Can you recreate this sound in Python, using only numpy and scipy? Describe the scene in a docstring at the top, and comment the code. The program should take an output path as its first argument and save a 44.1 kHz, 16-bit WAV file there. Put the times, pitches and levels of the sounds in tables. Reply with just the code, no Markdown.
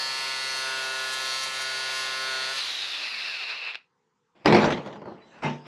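"""Outdoors in a yard, close under a body-worn microphone, a cordless angle grinder grinds a rivet off
an aluminium beam: the disc's bumps drone and screech over a hiss of grit and sparks. At 2.6 s it lifts
off and brakes, motor whining and gears rattling, to its last tooth clicks at 3.75 s. A hush follows.
At 4.35 s the background noise steps up; then the hollow beam is heaved over a steel edge and booms,
clanks and rattles. A faint squeak comes at 5.2 s, then one more ringing knock."""
import sys
import numpy as np
from scipy import signal
from scipy.fft import rfft, irfft, next_fast_len
from scipy.io import wavfile
from scipy.ndimage import uniform_filter1d

SR = 44100
rng = np.random.default_rng(int(sys.argv[2]) if len(sys.argv) > 2 else 0)


def store_pcm(level_fs):
    """Save levels as 16-bit WAV."""
    pcm = np.round(np.clip(level_fs, -1, 1) * 32767).astype(np.int16)
    wavfile.write(sys.argv[1], SR, np.atleast_2d(pcm).T)


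N = 250030
TIME = np.arange(N) / SR

# The two loudest tones: (time [s], beam drone at order 11 [dB], gear mesh at order 33 [dB])
DRONE_AND_MESH = [(0.0, -50, -34), (0.3, -42.5, -38), (0.58, -41, -35.5), (0.68, -36, -41),
                  (1.05, -36.5, -45.5), (1.16, -41.5, -46.5), (1.32, -41.5, -36), (1.4, -50, -40.5),
                  (1.51, -45, -44), (1.65, -37.5, -42), (1.95, -39.5, -41.5), (2.15, -39.5, -41.5),
                  (2.35, -35, -38), (2.45, -40.5, -36.5), (2.52, -36, -44.5), (2.58, -61.5, -61.5)]
# Bumps of the worn disc: (order [cycles per turn], usual level [dB])
DISC_BUMPS = [(1, -64), (2, -65), (4, -52), (6, -60.5), (7, -55), (9, -50.5), (14, -47.5), (17, -52.5),
              (23, -53.5), (26, -49.5), (31, -55), (36, -53), (41, -60.5), (50, -61), (60, -70.5),
              (74, -64.5), (90, -78.5)]
# Orders that stand apart, order: (level [dB], gain [dB per dB of bite])
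STRONG_ORDERS = {3: (-55, 0), 5: (-53.5, 0), 8: (-48, .74), 10: (-45.5, .4), 12: (-54, 0), 13: (-43.5, .2),
                 16: (-47.5, 0.56), 20: (-46, 0),21: (-46, .26), 24: (-46, .8), 30: (-45.5, 0),
                 34: (-47.5, 0), 37: (-47.5, 0.44), 43: (-55.5, .5), 47: (-57, 1.2), 49: (-57, .6)}
# Orders that follow the drone, order: gain [dB per dB of drone]
DRONE_FOLLOWERS = {3: 0.83, 5: 1, 12: 1.3}
# Orders that sing out as the contact shifts, order: (time [s], half width [s], gain [dB])
CONTACT_SWELLS = {7: (0.27, 0.67, 9), 15: (0.29, .35, 4.2), 24: (1.5, 0.21, 2.3), 31: (1.3, 1, 4.9),
                  34: (1.37, 0.15, 6.9), 38: (0.66, .15, 10), 43: (1.3, .15, 6), 44: (0.42, 0.3, 9),
                  46: (2.2, .4, 7)}

def disc_tones(phase, bite_db, break_db):
    """The worn disc repeats its bumps every turn, sounding 90 harmonics (orders) of its speed."""
    end = round(2.63 * SR)
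    drone_db, mesh_db = (curve[:end] for curve in curves(DRONE_AND_MESH))
    drone_swing = drone_db - drone_db.mean()
    drift = wobble(4.5, count=90, size=end)
    usual_db = np.interp(np.arange(91), *np.transpose(DISC_BUMPS)) + 1.5 * rng.standard_normal(91)
    tones = np.zeros(N)
    for order in range(1, 91):
        fine = order > 25  # finer bumps sharpen with a bite and wander more
        db, per_bite = STRONG_ORDERS.get(order, (usual_db[order], fine * 0.8 * order / 50))
        at, width, swell_db = CONTACT_SWELLS.get(order, (0, 1, 0))
        drift_db = 4.5 if fine and order not in STRONG_ORDERS else 2.2 * min(order / 8, 1)
        db += (fine * break_db + swell_db * bump(at, width) + per_bite * bite_db)[:end]
        db += DRONE_FOLLOWERS.get(order, 0) * drone_swing + drift_db * drift[order - 1]
        db = {11: drone_db, 33: mesh_db}.get(order, db)
        offset = 6 * rng.random() + 0.38 * drift[-order]
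        tones[:end] += amp(db) * np.sqrt(2) * np.sin(order * phase[:end] + offset)
    return tones

# The disc sags where it bites and races as it lifts off: (time [s], speed [turns/s])
DISC_SPEED = [(0, 132.5), (.09, 132.9), (.33, 132.9), (.6, 132.4), (1, 132.05), (1.12, 131.45),
              (1.22, 131.85), (1.38, 132.35), (1.86, 132.2), (1.96, 131.75), (2.04, 132.25), (2.3, 132.2),
              (2.42, 130.8), (2.54, 134)]
# The disc bites harder: (time [s], half width [s], bite [dB])
DISC_BITES = [(.58, 0.066, 2), (1.14, 0.012, 4.5), (1.35, 0.25, 3), (1.44, 0.012, 5), (1.62, 0.0093, 4.5),
              (1.98, 0.051, 3.5)]
# Abrasive noise, heard close up: (frequency [Hz], relative level [dB])
GRIT_SPECTRUM = [(40, -44), (120, -26), (400, -13.5), (900, -6), (1300, -12), (2300, -4), (2900, -8.5),
                 (3400, -4.5), (4600, -8), (7500, -24), (11000, -74)]
# Hiss of the sparks, and later of the fan: (frequency [Hz], relative level [dB])
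HISS_SPECTRUM = [(4000, -32), (5600, 0), (7900, -7), (10000, -7), (13000, -18.5), (15000, -50.5)]

def grinding():
    """Just below the microphone the disc cuts; grit and sparks throb with each turn over its tones."""
    bite_db = sum(db * bump(at, width) for at, width, db in DISC_BITES)
    break_db = -5 * bump(1.515, 0.02)  # the screech breaks off for a moment
    phase = phase_of(curves(DISC_SPEED)[0] + 0.1032 * wobble(16)[0])
    tones = disc_tones(phase, bite_db, break_db)
    throb = 1 + 0.2 * np.sin(phase) + 0.19 * np.sin(2 * phase + 1)
    grit = amp(break_db / 2 - 38) * coloured(throb * patchy(1.5), GRIT_SPECTRUM)
    spark_db = -47 - TIME + 1.3 * bite_db  # sinks 1 dB a second
    sparks = amp(spark_db) * coloured(throb * patchy(2.5) + 0.3 * unit(grains(2000, 4)), HISS_SPECTRUM)
    return (tones + grit + sparks) * gate(-1, 2.62, 0.038)

# The rattle with the disc side facing the microphone: (frequency [Hz], relative level [dB])
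DISC_SIDE_SPECTRUM = [(60, -48.5), (400, -14.5), (1000, -8), (2400, -1.5), (3700, 2), (4500, 0),
                      (6800, -17), (13000, -62.5)]
# The rattle with the gear case facing it: (frequency [Hz], relative level [dB])
GEAR_CASE_SPECTRUM = [(80, -55), (440, -20.5), (1000, -14), (2200, -9), (2660, 4), (3100, -12.5),
                      (3900, -4.5), (4220, -4), (4600, -9), (5100, -11.5), (6300, -28), (13000, -49.5)]

def gear_rattle(motor_hz, braked_s):
    """Unloaded teeth knock, ever fewer as the disc slows; the level dips as the tool turns over."""
    knocks = 0.61 * unit(grains(8 * motor_hz + 800, 1.3)) + patchy(1.2)
    knocks *= amp(1.5 * braked_s * wobble(40)[0])  # slower means lumpier
    facing = gate(0, 3.08, 0.3)  # the disc side turns away
    disc_side = np.sqrt(facing) * coloured(knocks, DISC_SIDE_SPECTRUM)
    case_side = np.sqrt(1 - facing) * coloured(knocks, GEAR_CASE_SPECTRUM)
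    return amp(-32 - 4.5 * bump(2.91, 0.14)) * (disc_side + case_side)

GEAR = 3.3  # motor turns per disc turn
# Motor tones: (multiple of motor speed, start [s], end [s], level at full speed [dB])
MOTOR_TONES = [(1 / GEAR, 2.53, 3.0, -65), (1, 2.55, 3.4, -58), (8, 2.96, 3.26, -36), (10, 3.05, 3.5, -35),
               (16, 3.24, 3.58, -36), (20, 3.02, 3.32, -37)]

def motor_whine(motor_hz):
    """The tones fall and soften as the motor slows; the disc's turn splits the upper ones."""
    phase = phase_of(motor_hz)
    whine = np.zeros(N)
    for multiple, start, end, db in MOTOR_TONES:
        level = amp(db) * motor_hz / motor_hz[0] * (0.9 + 0.3 * wobble(40)[0])
        flutter = 0.9 * wobble(70)[0] + (multiple > 1) * np.sin(phase / GEAR)
        whine += level * np.sin(multiple * phase + flutter) * gate(start, end, 0.1)
    return whine

def sinking_band():
    """A rough, narrow band sinks in pitch after lift-off."""
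    hz = np.interp(TIME, [2.56, 3.03], [4120, 3480])
    return amp(-33) * np.sin(phase_of(hz)) * wobble(500)[0] * gate(2.56, 3.03, 0.07)

# The gears' final clicks: (time [s], relative level [dB])
TOOTH_CLICKS = [(3.737, -33), (3.7458, -25.5), (3.7546, -22.5)]

def last_teeth():
    """The last teeth click in the gear case, and the yard answers each faintly."""
    t = np.arange(SR // 8) / SR
    envelope = np.zeros(N)
    for at, db in TOOTH_CLICKS:
        add_at(envelope, at, decay(t, db, t60=0.012) + decay(t, db - 22, t60=0.12))
    return 1.2 * coloured(rng.standard_normal(N), GEAR_CASE_SPECTRUM, envelope)

LIFT_S, STOP_S, FREE_TURNS_PER_S, BRAKE_TURNS_PER_S2 = 2.58, 3.71, 132, 110.5

def braking():
    """Lifted off the beam, the grinder slows steadily: rattle, fan hiss and whine die away."""
    braked_s = np.maximum(TIME - LIFT_S, 0)
    motor_hz = GEAR * np.maximum(FREE_TURNS_PER_S - BRAKE_TURNS_PER_S2 * braked_s, 0)
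    rattle = gear_rattle(motor_hz, braked_s)
    fan = amp(-46.5 - 20 * braked_s) * coloured(patchy(2.0), HISS_SPECTRUM)
    tool = (rattle + fan) * decay(TIME - STOP_S, 0, t60=0.25) + motor_whine(motor_hz) + sinking_band()
    tool = tool * gate(2.53, 3.9, 0.059) + last_teeth()
    treble = filtered(tool, lambda hz: hz ** 8 / (hz ** 8 + 3300 ** 8))
    dull_db = -25 * np.clip(TIME - 3.37, 0, 0.4)  # the slow rattle loses its top
    return tool - treble * (1 - amp(dull_db))

# Blows on the beam: (time [s], relative level [dB], thud offset [dB], ping [Hz])
BEAM_BLOWS = [(4.447, -30, -6, 806), (4.459, -5.5, -1.5, 4870), (4.477, -13.5, -4.5, 2550),
              (4.5247, -7, -2, 760), (4.547, -7.5, -6.5, 702), (4.565, -17.5, 3.5, 920),
              (4.643, -18, -13, 1970), (4.705, -16, -8, 1350), (4.723, -16.5, -7.5, 2350),
              (4.774, -32.5, 7, 1540), (4.861, -32.5, 4.5, 3400), (4.875, -36.5, 2.5, 1930),
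              (4.928, -38, -3, 1840), (4.958, -41, 7.5, 2600), (5.018, -45.5, 17, 1010),
              (5.056, -42, 14.5, 1205), (5.422, -32, -6, 1400), (5.437, -33.5, 6, 3460)]

def clanks():
    """Each blow gives a crack envelope, a thud envelope and a ping lasting some ninety cycles."""
    t = np.arange(SR // 6) / SR
    crack, thud, pings = np.zeros((3, N))
    for at, db, thud_db, hz in BEAM_BLOWS:
        add_at(crack, at, decay(t, db - 2.5, t60=0.093) + decay(t, db, t60=0.0069))
        add_at(thud, at, decay(t, db + thud_db, t60=0.09))
        add_at(pings, at, decay(t, db - 11, t60=90 / hz) * np.sin(2 * np.pi * hz * t))
    return crack, thud, pings

# Low modes of the hollow beam: (frequency [Hz], width [Hz], gain [dB])
BEAM_MODES = [(141.8, 12, -2), (212, 19, 4), (356.4, 14, -5), (440, 4.3, -1.5), (560, 10.4, -14),
              (767, 120, -15), (865, 18, -10.5)]

def beam_response(hz):
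    """The beam's resonances add to a direct path with alternating signs."""
    return 0.5 + sum((-1) ** k * amp(db) * 1j * hz * width / (centre ** 2 - hz ** 2 + 1j * hz * width)
                     for k, (centre, width, db) in enumerate(BEAM_MODES))

# First row: the background noise steps up and stays. Later rows: shoves along the edge.
# (start [s], boom drive [dB], chatter [dB], rise [s], hold [s], t60 [s])
STEP_AND_SHOVES = [(4.341, -55.5, -63.5, 0.014, 1.5, 1), (4.447, -15.5, -30, 0.012, 0.2, 0.47),
                   (4.842, -36.5, -75, 0.011, 0.0058, 0.82), (5.051, -35.5, -66, 0.025, 0.016, 0.32),
                   (5.161, -56, -57.5, 0.173, 0.092, 1), (5.411, -22.5, -34.5, 0.025, 0.038, 0.25),
                   (5.624, -45.5, -46.5, 0.048, .1, .3)]
# The shaking that drives the low modes: (frequency [Hz], relative level [dB])
BOOM_SPECTRUM = [(25, -50.5), (110, -15), (250, -8.5), (850, -11.5), (2000, -35), (4000, -71.5)]
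# The loose steel end: (frequency [Hz], relative level [dB])
CHATTER_SPECTRUM = [(500, -19), (1000, -7.5), (2200, -10.5), (4500, -20.5), (7000, -33), (13000, -65.5)]

def beam():
    """Sliding and blows shake the hollow beam: its low modes boom, the loose steel end chatters."""
    shapes = [np.clip((TIME - at) / rise, 0, 1) ** 3 * decay(TIME - at - rise - hold, 0, t60)
              for at, _, _, rise, hold, t60 in STEP_AND_SHOVES]
    boom_level, chatter_level = amp(np.transpose(STEP_AND_SHOVES)[1:3]) @ shapes
    crack, thud, pings = clanks()
    shaking = patchy(1) + 0.3 * unit(grains(300, 2))
    boom = filtered(coloured(shaking, BOOM_SPECTRUM, boom_level + amp(-3) * thud), beam_response)
    rattling = patchy(4.3) + 0.34 * unit(grains(650, 1.2))
    chatter = coloured(rattling, CHATTER_SPECTRUM, chatter_level + amp(-12.5) * crack)
    return boom + chatter + pings

# The beam's ring after the last knock: (frequency [Hz], level [dB], t60 [s])
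KNOCK_MODES = [(147.8, -26, 0.52), (241, -19.5, 0.31), (900, -24, 0.34), (2100, -15, 0.084),
               (3714, -41, 0.28)]

def last_knock():
    """Knocked once more, the beam swells quickly into a ring."""
    t = np.arange(round(0.3 * SR)) / SR
    modes = sum(decay(t, db, t60) * np.sin(2 * np.pi * hz * t) for hz, db, t60 in KNOCK_MODES)
    ring = np.zeros(N)
    add_at(ring, 5.44, modes * (1 - np.exp(-t / 0.028)))
    return ring

# A thin, high squeak: (time [s], frequency [Hz], level [dB])
SQUEAK_PATH = [(5.22, 3960, -66), (5.35, 3990, -72)]

def squeak():
    """A faint, slightly rough whistle just before the last knock."""
    hz, db = curves(SQUEAK_PATH)
    return amp(db + 4.1 * wobble(80)[0]) * np.sqrt(2) * np.sin(phase_of(hz)) * gate(5.21, 5.35, 0.012)

# Open air around the microphone: (frequency [Hz], relative level [dB])
YARD_SPECTRUM = [(40, -24), (170, 5), (300, -6.5), (482, 4.5), (620, -22.5), (860, -1.5), (1460, -10.5),
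                 (3300, -18), (7000, -22), (12000, -44.5)]

def yard():
    """The low hush of the yard, heard once the tool stops."""
    return amp(-74.5) * coloured(patchy(2.6), YARD_SPECTRUM)

def amp(db):
    return 10 ** (np.asarray(db) / 20)

def unit(x):
    return x / np.sqrt(np.mean(x ** 2) + 1e-20)

def decay(t, db, t60):
    """Holds db until t = 0, then falls 60 dB every t60 seconds."""
    return amp(db - 60 * np.maximum(t, 0) / t60)

def bump(at, width):
    return np.exp(-((TIME - at) / width) ** 2)

def gate(start, end, fade):
    """1 between two times, with soft ends."""
    return np.clip(np.minimum(TIME - start, end - TIME) / fade, 0, 1)

def phase_of(hz):
    return 2 * np.pi * np.cumsum(hz) / SR

def add_at(track, start_s, sound):
    span = track[round(start_s * SR):][:len(sound)]
    span += sound[:len(span)]

def curves(rows):
    """One value per sample for each column after the time."""
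    times, *columns = np.transpose(rows)
    return [np.interp(TIME, times, column) for column in columns]

def wobble(rate, count=1, size=N):
    """Random curves, rate knots a second."""
    knots = rng.standard_normal((count, int(size * rate / SR) + 2))
    return [np.interp(np.arange(size) * rate / SR, np.arange(len(k)), k) for k in knots]

def along(points):
    """Gain against frequency from (Hz, dB) points."""
    f, db = np.transpose(points)
    return lambda hz: amp(np.interp(np.log(hz + 1), np.log(f + 1), db))

def filtered(x, response):
    """x times a response of frequency."""
    size = next_fast_len(N + SR // 2)
    return irfft(rfft(x, size) * response(np.fft.rfftfreq(size, 1 / SR)), size)[..., :N]

def coloured(x, points, envelope=1):
    """x under an envelope, through a spectrum that brings x itself to rms 1."""
    plain, shaped = filtered(np.array([x, x * envelope]), along(points))
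    return shaped / np.std(plain)

def patchy(depth_db):
    """White noise with patches of random gain."""
    spectra = signal.stft(rng.standard_normal(N), nperseg=512)[2]
    patches = uniform_filter1d(uniform_filter1d(rng.standard_normal(spectra.shape), 8, 0), 12, 1)
    return signal.istft(spectra * amp(depth_db * unit(patches)), nperseg=512)[1][:N]

def grains(per_s, spread_db):
    """Random clicks of uneven size."""
    return (rng.random(N) < per_s / SR) * rng.standard_normal(N) * amp(spread_db * rng.standard_normal(N))

def scene():
    """Grinder, beam and yard reach both channels alike."""
    mono = yard() + grinding() + braking() + beam() + last_knock() + squeak()
    return np.array([mono, mono])

# Scatter between the channels: (frequency [Hz], side against middle [dB])
SIDE_SPECTRUM = [(100, -50), (3000, -35), (9000, -27), (12500, 1)]

def record(dry):
    """Nearly mono sound, with scatter between the channels in the top treble; nothing above 15 kHz."""
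    freqs, _, spectra = signal.stft(dry[0], SR, nperseg=256)
    scatter = np.exp(2j * np.pi * rng.random(spectra.shape))
    side = signal.istft(spectra * along(SIDE_SPECTRUM)(freqs)[:, None] * scatter, SR, nperseg=256)[1][:N]
    return filtered(dry + [side, -side], lambda hz: hz < 15000)

dry = scene()
out = record(dry)
store_pcm(out)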